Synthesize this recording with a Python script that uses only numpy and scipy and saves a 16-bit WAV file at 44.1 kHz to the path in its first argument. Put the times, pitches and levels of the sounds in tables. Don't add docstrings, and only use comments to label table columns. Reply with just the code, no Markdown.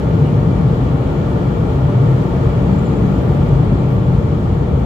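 import sys
import numpy as np
from scipy import signal
from scipy.fft import rfft, irfft, next_fast_len
from scipy.io import wavfile
from scipy.ndimage import uniform_filter1d, map_coordinates

SR = 44100
rng = np.random.default_rng(int(sys.argv[2]) if len(sys.argv) > 2 else 0)


def makeup_ratio(level_db):
    decades = np.asarray(level_db, float) / 20
    return 10 ** decades


def transcribe(u):
    v = np.clip(np.atleast_2d(u).T, -1, 1)
    q = np.round(v * 32767).astype(np.int16)
    wavfile.write(sys.argv[1], SR, q)


N = 214061

# t/s, length/s, level/dB
WHISTLE_CHIRPS = [(2.728, .018, -54), (2.746, .016, -53.5), (2.76, .011, -55), (2.792, .024, -55),
                  (2.815, .012, -62), (2.83, .01, -62), (2.863, .04, -54), (2.888, .02, -60),
                  (2.915, .014, -58), (2.932, .012, -60), (2.97, .035, -60), (3.02, .035, -63),
                  (3.07, .015, -64)]
# f/Hz, left density/dB per Hz, right density/dB per Hz
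BOOM_SPECTRUM = [(24, -42.5, -43.5), (32, -22.5, -27.5), (42, -15.5, -13.5), (52, -4, -8), (72, -8, -8.5),
                 (85.5, -6.5, -7.5), (122, -5, -5), (133, -0.5, -3), (138, -5, -6), (151.3, -3, -5),
                 (188, -6, -12), (189, -7, -9.5), (232, -13.5, -14), (244, -11.5, -17.5)]
# f/Hz, left density/dB per Hz, right density/dB per Hz
ROAR_SPECTRUM = [(245, -2.5, -3), (270, 1, -3.5), (325, -3.5, -10), (347, -2, -2), (400, -7, -7),
                 (471, 0.5, -8), (519, -10, -12), (620, -13, -10.5), (680, -17, -12), (750, -16, -14),
                 (926, -14, -16.5), (956, -17.5, -21.5), (1140, -15.5, -23)]
# f/Hz, left density/dB per Hz, right density/dB per Hz
RUSH_SPECTRUM = [(1210, -3, -1), (1270, -3.5, -6), (1426, -2.5, -6.5), (1486, -11.5, -14.5),
                 (1800, -10, -15), (2130, -14, -20.5), (2316, -11.5, -14), (2570, -20, -19.5),
                 (2800, -16.5, -20.5), (3400, -18, -19), (3570, -22.5, -23), (4480, -24, -26.5),
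                 (4800, -28, -31)]
# f/Hz, left density/dB per Hz, right density/dB per Hz
LEAK_SPECTRUM = [(4800, -1, -1.5), (5600, -3, -3), (6440, -2.5, -6), (7000, -0.5, -5.5), (7600, -6.5, -7.5),
                 (8300, -8.5, -10), (9000, -8.5, -11.5), (10500, -15.5, -17.5), (11500, -15.5, -16),
                 (12500, -12.5, -16), (14000, -13, -14.5), (15000, -14.5, -12), (15700, -18, -14.5)]
# f/Hz, likeness/0-1, left lead/rad
PORT_COHERENCE = [(50, .999, 0), (80, .985, 0), (128, .998, .03), (190, .976, 0), (235, .73, -.2),
                  (290, .91, 0), (335, .71, -.1), (440, .68, -.2), (600, .47, -.5), (900, .57, -.25),
                  (1050, .35, -1.85), (1300, .1, -2.5), (1600, .21, -2.6), (2500, .05, -1)]
# f/Hz, width/Hz, resting level/dB
SEAL_GAP = (7235, 90, -72.5)
# t/s, length/s, f/Hz, width/Hz, level/dB
TRIM_SPURTS = [
    (0.275, 0.081, 2870, 400, -47.5),
    (.27, 0.082, 8150, 400, -65),
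    (.26, .04, 15000, 1195, -70.5),
    (1.12, 0.11, 14000, 2500, -67),
    (2.6, .06, 2950, 300, -56),
    (3, .1, 8500, 251.3, -73),
    (3.29, .08, 8700, 300, -66),
    (3.47, 0.13, 13900, 300, -74),
    (3.931, 0.11, 13460, 3500, -62.5),
    (4.79, .07, 14700, 2510, -67),
]
# t/s, level/dB
AIR_FLOW = [
    (0, 0),
    (.3, -0.5),
    (1.5, -0.07),
    (2.7, .5),
    (3.5, 0),
    (4.2, -1.5),
    (4.85, -2.5),
]
# t/s, length/s, cabin gain/dB, panel gain/dB
ROOF_GUSTS = [
    (0.406, 0.98, 3, 2),
    (1.197, 0.34, 0, -1),
    (2.087, 0.49, 4, -1),
    (2.753, 0.39, 1.5, 4.5),
    (3.057, 0.22, 3.5, 8.5),
    (3.45, 0.56, 4.5, 1.5),
    (3.75, .2, -0.5, 5.5),
    (4.047, 0.37, 3.5, 2.5),
]


def unit(x):
    mid = np.mean(np.atleast_2d(x), axis=0)
    return x / np.sqrt(np.mean(mid ** 2) + 1e-20)


def columns(rows, at):
    first, *cols = np.transpose(rows)
    return np.array([np.interp(at, first, c) for c in cols])


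def along(rows, hz):
    rows = np.array(rows, float)
    log_rows = np.c_[np.log(rows[:, 0]), rows[:, 1:]]
    return columns(log_rows, np.log(hz + 1e-3))


def bell(centre_s, length_s):
    return np.exp(-2 * ((np.arange(N) / SR - centre_s) / (length_s / 2)) ** 2)


def swell(centre_s, length_s, peak_db):
    return makeup_ratio(peak_db) * bell(centre_s, length_s)


def wobble(knots_per_s):
    knots = rng.standard_normal((2, 400))
    place = np.arange(N) * knots_per_s / SR
    return np.array([map_coordinates(k, [place]) for k in knots])


def flow_db():
    return columns(AIR_FLOW, np.arange(N) / SR)[0]


def air(spectrum, lo_hz, hi_hz, patchy_db):
    z = signal.stft(rng.standard_normal((2, N + 4096)), nperseg=512)[2]
    patches = rng.standard_normal(z.shape[1:])
    patches = uniform_filter1d(uniform_filter1d(patches, 8, 0), 12, 1)
    pair = signal.istft(z * makeup_ratio(patchy_db * patches / patches.std()), nperseg=512)[1]

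    size = next_fast_len(pair.shape[1])
    hz = np.fft.rfftfreq(size, 1 / SR)
    shared, opposed = rfft(pair, size)
    alike, lead_rad = along(PORT_COHERENCE, hz)
    mix_rad = np.arccos(np.clip(alike, 0, 1)) / 2
    ports = shared * np.cos(mix_rad) + [[1], [-1]] * (opposed * np.sin(mix_rad))[None]
    ports = ports * np.exp([[.5j], [-.5j]] * lead_rad[None])

    edges = 1 / np.sqrt((1 + (lo_hz / (hz + 1)) ** 24) * (1 + (hz / hi_hz) ** 24))
    sound = irfft(ports * makeup_ratio(along(spectrum, hz)) * edges, size)
    return unit(sound[:, 2048:N + 2048])


def ringing(centre_hz, width_hz):
    hz = np.fft.rfftfreq(N, 1 / SR)
    resonance = 1j * hz * width_hz / (centre_hz ** 2 - hz ** 2 + 1j * hz * width_hz)
    shared, own = rng.standard_normal(N), rng.standard_normal((2, N))
    return unit(irfft(rfft(shared + .6 * own) * resonance ** 2, N))


def mode(centre_hz, width_hz, level_db):
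    both_ports = ringing(centre_hz, width_hz).sum(axis=0)
    return makeup_ratio(level_db) * unit(both_ports) * makeup_ratio([[1.2], [-1.2]])


def spurts():
    total = 0
    for centre_s, length_s, hz, width_hz, level_db in TRIM_SPURTS:
        total = total + swell(centre_s, length_s, level_db) * ringing(hz, width_hz)
    return total * makeup_ratio([[2.5], [-2.5]])


def seals():
    flow = flow_db()
    flutter_db = .4 * wobble(7)[0]
    hiss_db = -57.5 + .9 * flow + flutter_db
    lift_db = 2 * bell(3.3, .8)
    fizz_db = -66.5 + 1.3 * flow + flutter_db + lift_db
    hiss = makeup_ratio(hiss_db) * air(LEAK_SPECTRUM, 4820, 11500, patchy_db=0.9)
    fizz = makeup_ratio(fizz_db) * air(LEAK_SPECTRUM, 11500, 16500, patchy_db=0.5)

    centre_hz, width_hz, rest_db = SEAL_GAP
    ring = ringing(centre_hz, width_hz)
    tone_hz = centre_hz + 25 * wobble(60)[0]
    tone = np.sqrt(2) * np.sin(2 * np.pi * np.cumsum(tone_hz) / SR)
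    chirps = sum(swell(*row) for row in WHISTLE_CHIRPS) * (1.05 * tone + .3 * ring)
    gap = makeup_ratio(rest_db + .7 * flow) * ring + chirps
    return hiss + fizz + gap * makeup_ratio([[1.5], [-1.5]])


def blades():
    blade_hz, blade_db, overtone_db = 584, -37, -15.5
    beat_period_s, beat_peak_s, beat_depth_db = .7, 1.966, 3
    t = np.arange(N) / SR
    beat_db = beat_depth_db * np.cos(2 * np.pi * (t - beat_peak_s) / beat_period_s)
    phase = 2 * np.pi * np.cumsum(blade_hz + .5 * wobble(3)[0]) / SR
    tone = makeup_ratio(1.1 * wobble(3)) * np.sin(phase + 1.2 * wobble(3))
    overtone = makeup_ratio(overtone_db + 3.3 * wobble(4.5)) * np.sin(2 * phase + 1.5 * wobble(5))
    return np.sqrt(2) * makeup_ratio(blade_db + beat_db) * (tone + overtone)


def jets():
    flow = flow_db()
    roar = makeup_ratio(-22.5 + .8 * flow) * air(ROAR_SPECTRUM, 241, 1170, patchy_db=-0.1)
    rush = makeup_ratio(-39.3 + 1.05 * flow) * air(RUSH_SPECTRUM, 1168, 4930, patchy_db=0.5)
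    return roar + rush


def drumming():
    heave_db = -22 + 0.75 * np.arange(N) / SR
    cabin_db, panel_db = -17.5, -24
    for centre_s, length_s, cabin_gain_db, panel_gain_db in ROOF_GUSTS:
        gust = bell(centre_s, length_s)
        cabin_db = cabin_db + cabin_gain_db * gust
        panel_db = panel_db + panel_gain_db * gust
    heave = air(BOOM_SPECTRUM, 16, 100, patchy_db=.2)
    cabin = air(BOOM_SPECTRUM, 100, 170, patchy_db=.2) + mode(128, 12.8, -7.5)
    panel = air(BOOM_SPECTRUM, 170, 245, patchy_db=.2) + mode(196, 17, -8.5)
    return makeup_ratio(heave_db) * heave + makeup_ratio(cabin_db) * cabin + makeup_ratio(panel_db) * panel


def scene():
    return spurts() + seals() + blades() + jets() + drumming()


def roll_off(x):
    return signal.sosfilt(signal.butter(12, 15780, fs=SR, output="sos"), x)


def record(dry):
    ceiling = 1.14
    rounded = dry / (1 + np.abs(dry / ceiling) ** 8) ** (1 / 8)
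    return roll_off(rounded)


dry = scene()
out = record(dry)
transcribe(out)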